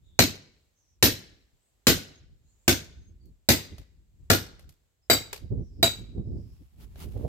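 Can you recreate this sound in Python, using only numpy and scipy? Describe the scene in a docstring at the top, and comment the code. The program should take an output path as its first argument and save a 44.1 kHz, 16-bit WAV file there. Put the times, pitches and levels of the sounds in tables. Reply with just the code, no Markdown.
"""Splitting a log with a sledgehammer

A sledgehammer drives a steel wedge into an upright log in a paved yard, eight blows. Each blow cracks,
thumps the log and rings the steel; shed walls slap it back. On the last two the log splits and the
loosened wedge rings freely. Wind buffets the microphone, far birds call and shoes scuff."""
import sys
import numpy as np
from scipy import signal
from scipy.fft import rfft, irfft, next_fast_len
from scipy.io import wavfile
from scipy.ndimage import uniform_filter1d

SR = 44100
rng = np.random.default_rng(int(sys.argv[2]) if len(sys.argv) > 2 else 0)


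def put_to_file(sound):
    """Save the sound as 16-bit audio at rate SR, in the file named by the first command-line argument."""
    columns = np.atleast_2d(sound).T  # one column per channel
    safe = np.clip(columns, -1, 1)
    whole_steps = np.round(safe * 32767)
    wavfile.write(sys.argv[1], SR, whole_steps.astype(np.int16))


N = 321038
T = np.arange(SR) / SR  # one second: the life of one blow

# The tone of a crack, for blows and snapping wood. Each row: frequency in Hz, gain in dB.
CRACK_TONE = [(240, -31.5), (400, 2.5), (600, -0.5), (760, -3), (1060, -8.5), (1900, -6), (2090, -5),
              (3160, -6), (3810, -4.5), (7510, -9.5), (8900, -13.5), (11400, -11), (12100, -5.5),
              (12900, -10), (15100, -11), (16100, -32)]


def amp(db):
    """Turns decibels into a number to multiply by."""
    return 10 ** (np.asarray(db) / 20)


def unit(x):
    """Scales a signal to an average (rms) level of 1."""
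    return x / np.sqrt(np.mean(x ** 2) + 1e-20)


def read(points, hz):
    """Reads between the rows of a table, spacing frequencies by octaves."""
    f, value = np.transpose(points)
    return np.interp(np.log(hz + 1), np.log(f + 1), value)


def add(mix, s, sound):
    """Mixes a stereo sound in, starting at s seconds."""
    part = mix[:, max(round(s * SR), 0):][:, :sound.shape[1]]
    part += sound[:, :part.shape[1]]


def colour(x, db_at):
    """Changes the tone by db_at(hz) decibels, without smearing sound back in time."""
    hz = abs(np.fft.fftfreq(4096, 1 / SR))
    log_gain = np.log(amp(np.maximum(db_at(hz), -100)))
    response = np.exp(np.conj(signal.hilbert(log_gain)))
    taps = np.fft.ifft(response).real[:2048]
    return signal.fftconvolve(x, taps[None], axes=1)[:, :x.shape[1]]


def noise(n, spectrum=None):
    """Stereo noise, partly alike in both ears in the bass."""
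    # Each row: frequency in Hz, how alike the ears are from 0 to 1.
    likeness = [(60, 0.41), (300, .65), (700, 0), (1300, 0), (6000, 0.11), (13000, 0.32)]
    size = next_fast_len(n)
    hz = np.fft.rfftfreq(size, 1 / SR)
    left, other = rfft(rng.standard_normal((2, size)))
    same = np.clip(read(likeness, hz), -1, 1)
    right = same * left + np.sqrt(1 - same ** 2) * other
    gain = amp(read(spectrum, hz)) if spectrum else 1
    return unit(irfft(np.array([left, right]) * gain, size)[:, :n])


def swell(s, half_s, db):
    """A smooth rise and fall in level, peaking at s seconds."""
    return amp(db) * np.exp(-((np.arange(N) / SR - s) / half_s) ** 2)


def wander(per_s):
    """A random curve that takes a new turn per_s times a second."""
    knots = np.arange(0, N, SR / per_s)
    return np.interp(np.arange(N), knots, rng.standard_normal(len(knots)))


def air():
    """The faint, slowly shifting hush of the gardens."""
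    # Each row: frequency in Hz, relative level in dB.
    hush_tone = [(59, -29.5), (100, -5), (177, -18), (461, -13.5), (1230, -22), (3940, -23), (5770, -26),
                 (7610, -19), (9210, -32), (13200, -28), (16000, -31)]
    return amp(-78 + 1.5 * wander(per_s=8)) * noise(N, hush_tone)


def wind():
    """Air swirls at the microphone; strong gusts flutter higher up and hit the right side harder."""
    # The light wind. Each row: time in seconds, level in dB.
    light_wind = [(0, -63), (.6, -68), (.78, -82.5), (.95, -66.5), (1.35, -67.5), (1.68, -79.5),
                  (2.301, -63.5), (2.619, -71.5), (2.95, -50.5), (3.3, -57.5), (3.432, -71.5),
                  (3.851, -60.5), (4.7, -55), (4.9, -82.5), (5.401, -51), (6.4, -42.5), (6.7, -60),
                  (7.28, -46)]
    # Gusts on top. Each row: peak time and half length in seconds, level in dB, relative flutter in dB.
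    gusts = [(1.433, .025, -66, -28), (1.542, 0.016, -68, -32), (2.234, 0.027, -51.5, -35),
             (2.321, .035, -56, -28), (3.292, 0.042, -53.5, -34), (3.731, 0.018, -40, -35),
             (3.803, 0.019, -46.5, -35), (4.224, 0.031, -56, -32), (5.44, 0.027, -43.5, -18),
             (5.529, 0.018, -23.5, -29.5), (5.593, 0.04, -31.5, -25), (5.809, .03, -41.5, -42),
             (6.021, .035, -50, -33), (6.186, 0.033, -31.5, -20), (6.293, 0.034, -37.5, -25),
             (6.374, 0.042, -44.5, -16.5), (6.616, 0.014, -46, -42), (6.824, 0.057, -48, -24),
             (7.058, 0.066, -41.5, -20), (7.17, 0.021, -35.5, -10.5), (7.212, 0.016, -35, -11.5),
             (7.256, 0.024, -32.5, -7)]
    # The wind's three tones. Each row: frequency in Hz, relative level in dB.
    breeze_tone = [(12, -38.5), (20, -8), (60, 3), (87, -4), (143, -11.5), (295, -26.5), (338, -23),
                   (718, -45), (1200, -55), (1560, -84), (2640, -120)]
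    buffet_tone = [(12, -17.5), (20, -24), (48, -1), (92, 1), (130, -6.5), (280, -14.5), (376, -16),
                   (412, -16.5), (842, -44), (1600, -89.5), (2080, -81), (3520, -120)]
    flutter_tone = [(200, -31), (330, -2), (450, 1.5), (600, 1), (850, -20), (1300, -37.5), (2500, -53),
                    (5000, -76.5)]
    light_db = np.interp(np.arange(N) / SR, *np.transpose(light_wind)) + 3.1 * wander(per_s=20)
    level = amp(light_db) + sum(swell(s, half_s, db) for s, half_s, db, _ in gusts)
    strong_from_db, strong_range_db = -51.5, 15.5  # where breeze turns into buffeting
    strong = np.clip((20 * np.log10(level) - strong_from_db) / strong_range_db, 0, 1)
    buffet = noise(N, buffet_tone)
    swirls = level * (np.sqrt(1 - strong) * noise(N, breeze_tone) + np.sqrt(strong) * buffet)
    swirls = colour(swirls, lambda hz: read([(20, -3), (45, 1.5), (280, 1.5), (500, -2.5)], hz))
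    flutter = sum(swell(s, half_s, db + flutter_db) for s, half_s, db, flutter_db in gusts)
    flutter = flutter * unit(noise(N, flutter_tone) * (0.35 + abs(buffet)))  # big swirls shed small ones
    return (swirls + flutter) * amp(strong * np.array([[-2.5], [2.1]]))


def birds():
    """Thin gliding whistles that pulse quickly, blurred by distance."""
    # Each row: start and length in seconds, first pitch, last pitch and blur width in Hz, level in dB.
    calls = [(0, 0.26, 3650, 3600, 334, -74), (0.022, .13, 7000, 7500, 600, -80),
             (0.697, .32, 6410, 5600, 698, -75), (1.537, 0.24, 7800, 8100, 700, -80),
             (2.133, 0.071, 6400, 6600, 80, -66), (2.378, 0.37, 6796, 7400, 896, -75.5),
             (2.439, 0.12, 3600, 4900, 250, -83), (2.938, 0.22, 6470, 6400, 39.9, -73.5),
             (3.184, .14, 4600, 4400, 90.4, -77), (5.01, 0.077, 5180, 5090, 150, -78.5),
             (5.54, 0.36, 6060, 4640, 712, -75.5), (6.154, 0.56, 5040, 5260, 802, -75.5)]
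    out = np.zeros((2, N))
    for s, length, start_hz, end_hz, width_hz, db in calls:
        n = round(length * SR)
        hiss = rng.standard_normal((2, n)) + 1j * rng.standard_normal((2, n))
        blur = signal.sosfilt(signal.butter(2, width_hz / 2, fs=SR, output="sos"), hiss)
        trill = np.sin(2 * np.pi * (rng.uniform(6.6, 9) * np.arange(n) / SR + rng.random()))
        pitch = np.linspace(start_hz, end_hz, n) + .15 * width_hz * trill
        call = (blur * np.exp(2j * np.pi * np.cumsum(pitch) / SR)).real * amp(1.8 * trill)
        add(out, s, amp(db) * unit(call) * signal.windows.tukey(n, .8))
    return out


def hammering():
    """The eight blows and the snapping wood; the log stands a little to the left."""
    # Each row: start in seconds; relative levels in dB of the thump, knock, crack, fizz, yard tail,
    # hammer ring, off-centre ring, loose wedge, hollow wood ring and drop back; low and high clang in Hz.
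    blows = [(0.1902, 0, 0, 1.5, -3.5, 1, -16.5, -56, -61, -21.5, -18, 2274, 4097),
             (1.0263, 0, -3.5, 1, 0.5, 3, -13, -53, -59, -34, -20, 1726, 5560),
             (1.8690, 0.5, -1.5, 0, -1, 3.5, -19, -38.5, -53.5, -42, -21, 1498, 6680),
             (2.6792, -1, -1.5, 0.5, -1.5, -0.5, -18.5, -41.5, -58, -52, -24, 1520, 6530),
             (3.4882, -0.5, -1, 0, 0, 1.5, -23, -24, -49.5, -44.5, -24.5, 1964, 6390),
             (4.301, 1, 2, -0.5, -1.5, 0, -15.5, -45, -57.5, -18.5, -27, 1396, 5980),
             (5.0994, -4.5, 1, -3, -4.5, 0.5, -17.5, -26.5, -32.5, -20.5, -28.5, 2170, 4700),
             (5.828, -7.5, -2.5, -3.5, -5, -1.5, -42.5, -28, -38.5, -16.5, -45, 2330, 3860)]
    # Each row: frequency in Hz, how much louder the left ear is in dB.
    left_lift = [(60, -2), (150, 0.04), (300, 1.04), (700, 1.5), (1500, 3.5), (3000, -0.5), (8000, 2),
                 (13000, -1.5)]
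    out = np.zeros((2, N))
    for s, *settings in blows:
        add(out, s, blow(*settings))
    out += snaps()
    left = colour(out[:1], lambda hz: .5 * read(left_lift, hz))
    right = colour(out[1:], lambda hz: -.5 * read(left_lift, hz))
    return np.vstack([left, right])


def blow(thump_db, knock_db, crack_db, fizz_db, tail_db, head_db, off_db, wedge_db, hollow_db, drop_db,
         low_hz, high_hz):
    """Steel meets steel: a tick, a clanging crack, the log's thump and the ring of the metal."""
    # The notes each part rings at. Each row: pitch in Hz, relative level in dB, seconds to fade 60 dB.
    log_notes = [(68.7, -5, 0.27), (97.64, -2, 0.35), (118.6, -6, 0.26), (147.4, -15, 0.5), (173, -12, 0.1),
                 (237, -1.5, 0.23), (251.6, -6.5, 0.2), (315.2, -2, 0.12), (345.4, 2, 0.19),
                 (397, -10, 0.083), (425, -16, 0.16)]
    hollow_wood_notes = [(117, -4.5, 0.083), (346.3, -0.5, .15), (437, -8.5, 0.1), (589, -8, 0.097),
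                         (671, 2, 0.12), (745, -6, 0.074), (1430, -13.5, 0.064), (2370, -7, 0.08)]  # the log's higher, hollow knock, stronger on some blows
    loose_wedge_notes = [(1429, 0, .22), (2125, -1, .24), (2870, -2, .2), (3835, -2.5, .26),
                         (3886, -4, .29), (3935, -6, .25), (4703, 2, .22), (7000, -3, .2), (7531, -3, .17),
                         (7705, -9, .2), (7750, -6, .24)]
    hammer_notes = [(12010, 0, .19)]
    off_centre_hammer_notes = [(11375, -2, .17), (14272, 0, .25), (14860, -5, .15)]
    # This blow's own tone. Each row: frequency in Hz, gain in dB.
    tone = [(25, thump_db - 13.5), (70, thump_db), (300, thump_db + 1.5), (700, knock_db),
            (1500, knock_db), (2800, crack_db), (7000, crack_db), (9500, fizz_db)]
    burst = impact(tail_db, burst_s=.0035)
    crack = amp(-4) * colour(burst, lambda hz: read(CRACK_TONE, np.maximum(hz, 450)) + read(tone, hz))
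    crack += amp(wedge_db) * ring(loose_wedge_notes, rise_s=.002, spread=1.2, waver=.5)
    loose = np.interp(wedge_db, [-52, -38], [0, 1])  # 0 is gripped by the wood, 1 is free
    clang = colour(crack, lambda hz: wedge_colour(loose, low_hz, high_hz, hz))
    tick = noise(SR) * (T / 0.0021) * np.exp(-T / 0.00032)
    tick = colour(tick, lambda hz: read([(2000, -16.5), (8000, -6), (14000, 0)], hz))
    wood = amp(thump_db - 21) * ring(log_notes, rise_s=0.00033, spread=0.14, waver=0.25)
    wood += amp(hollow_db) * ring(hollow_wood_notes, rise_s=0.0031, spread=0.23, waver=0.13)
    head = amp(head_db) * ring(hammer_notes, rise_s=.009, spread=1.2, waver=.5)
    head += amp(off_db) * ring(off_centre_hammer_notes, rise_s=.001, spread=1.3, waver=.3)
    return clang + tick + wood + head + amp(drop_db) * drop_back()


def impact(tail_db, burst_s):
    """A very short burst of noise, its slaps off slabs, shed and fences, and its tail."""
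    # Each row: delay in seconds, relative level in dB, the left ear's head start in seconds.
    echoes = [(0, 1, .00012), (.0028, -1, -.0002), (0.0088, -10.5, .0003), (0.0143, -5, -.0001),
              (0.0314, -9, .0004), (0.0341, -7.5, 0.014), (.165, -37.5, .0002)]
    out = amp(tail_db) * yard_tail(near_db=-2, far_db=-22, build_s=0.0071)
    for delay, db, lead in echoes:
        # Rough walls scramble each slap, so each gets fresh noise.
        left = amp(db + 3.5) * rng.standard_normal(SR) * np.exp(-T / burst_s)
        right = np.interp(T - lead, T, left, left=0)
        add(out, delay, np.array([left, right]))
    return out


def yard_tail(near_db, far_db, build_s):
    """Scattered sound fades unevenly: fast between the walls, slowly in the gardens beyond."""
    # Each row: frequency in Hz, seconds to fade 60 dB.
    wall_fade = [(100, .3), (700, .2), (2000, .24), (5000, .27), (10000, .22), (15000, .18)]
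    garden_fade = [(100, .8), (700, .58), (2000, .62), (5000, .6), (9000, .41), (15000, .3)]
    hz, t, bands = signal.stft(noise(SR), SR, nperseg=256)
    near = amp(near_db - 60 * t / read(wall_fade, hz)[:, None])
    far = amp(far_db - 60 * t / read(garden_fade, hz)[:, None])
    patches = uniform_filter1d(rng.standard_normal(bands.shape), size=4, axis=1)  # smooth over time
    patches = unit(uniform_filter1d(patches, size=22, axis=0))  # and over frequency
    lumps = amp(2.3 * patches * np.minimum(t / .05, 1))
    _, tail = signal.istft(bands * np.hypot(near, far) * lumps, SR, nperseg=256)
    return tail[:, :SR] * (1 - np.exp(-T / build_s))


def ring(notes, rise_s, spread, waver):
    """A struck object's fading notes; echoes make each waver and reach the ears out of step."""
    out = np.zeros((2, SR))
    knots = np.arange(0, 1, .02)
    for k, (hz, db, fade_s) in enumerate(notes):
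        phase = k * np.pi + spread * np.array([[.5], [-.5]]) * rng.choice([-1, 1])
        drift = np.array([np.interp(T, knots, row) for row in rng.standard_normal((2, len(knots)))])
        out += amp(db - 60 * T / fade_s) * (1 + waver * drift) * np.sin(2 * np.pi * hz * T + phase)
    return out * (1 - np.exp(-T / rise_s))


def wedge_colour(loose, low_hz, high_hz, hz):
    """The wedge's boost in dB: a few main pitches over many lesser ones that change with each blow."""
    # The wedge gripped by the wood, and loose in the split. Each row: pitch in Hz, boost in dB.
    gripped_peaks = [(1500, 2.5), (1900, 2.5), (2500, 0), (3120, -1.5), (3800, 2), (4800, 0.5), (5450, 1.5),
                     (6500, 1.5), (7150, 2), (7650, 3.5)]
    loose_peaks = [(1420, 3), (2900, 2), (3860, 14.7), (4700, 9), (7020, 11), (7530, 5.5), (7740, 17),
                   (8940, 9.9), (14900, 7.2)]

    def peaks(rows, half_width_hz=95):
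        return sum(db / (1 + ((hz - centre_hz) / half_width_hz) ** 2) for centre_hz, db in rows)

    dip = -1.5 * np.clip(hz / 4000, 0, 1)  # a loose wedge leaves less energy between its peaks
    clangs = peaks([(low_hz, 6.5), (high_hz, 6.5)])  # these shift with the wood's grip as it sinks
    main = (1 - loose) * peaks(gripped_peaks) + loose * (peaks(loose_peaks) + dip) + clangs
    grid = np.arange(0, SR / 2, 55)
    lesser = np.interp(hz, grid, rng.standard_normal(len(grid))) * np.clip(hz / 1500, 0, 1) ** 2
    return main + 3.1 * lesser / (1 + abs(main) / 4) - .4


def drop_back(after_s=.059, hz=276, half_s=0.0056):
    """The log, jolted off the slab, lands again with a soft wooden knock."""
    t = T - after_s
    return np.exp(-(t / half_s) ** 2) * np.sin(2 * np.pi * hz * t)


def snaps():
    """Wood fibres give way in small snaps and knocks."""
    # Each row: start in seconds, relative level in dB, treble tilt in dB per octave.
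    breaks = [(3.256, -69, 7), (3.782, -43.5, -1), (4.594, -49, 0), (4.692, -50.5, 3), (5.3298, -26, -0.5),
              (6.957, -50.5, -4), (7.17, -57, -4.5)]
    out = np.zeros((2, N))
    for s, db, tilt in breaks:
        snap = impact(tail_db=-5, burst_s=.003) + amp(4) * noise(SR) * np.exp(-T / .006)
        snap = colour(snap, lambda hz: read(CRACK_TONE, hz) + tilt * np.log2((hz + 200) / 4000))
        add(out, s, amp(db) * snap)
    return out


def scuffs():
    """Soles drag over gritty slabs as the worker steps back."""
    # Each row: peak time and half length in seconds, level in dB.
    drags = [(6.57, 0.2, -74), (6.824, 0.029, -59.5), (7.021, 0.031, -50), (7.15, 0.24, -64)]
    # Each row: frequency in Hz, relative level in dB.
    scuff_tone = [(410, -28), (700, -3), (852, -4.5), (1560, -9.5), (2880, -8), (8880, -15.5),
                  (11700, -11.5), (16000, -15.5)]
    grit = 1 + 0.25 * unit(uniform_filter1d(rng.standard_normal(N), size=90))
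    return sum(swell(*row) for row in drags) * grit * noise(N, scuff_tone)


def scene():
    """The work, the weather and the quiet around them."""
    return hammering() + wind() + scuffs() + birds() + air()


def record(dry):
    """The microphone loses the deepest bass, rounds off loud peaks and cuts the highest treble."""
    bass_hz, ceiling, treble_hz = 24, 1.35, 16300
    thinned = signal.sosfilt(signal.butter(2, bass_hz, "highpass", fs=SR, output="sos"), dry)
    rounded = ceiling * np.tanh(thinned / ceiling)
    treble_cut = signal.firwin(255, treble_hz, window=("kaiser", 8), fs=SR)
    return signal.oaconvolve(rounded, treble_cut[None], "same")


dry = scene()
out = record(dry)
put_to_file(out)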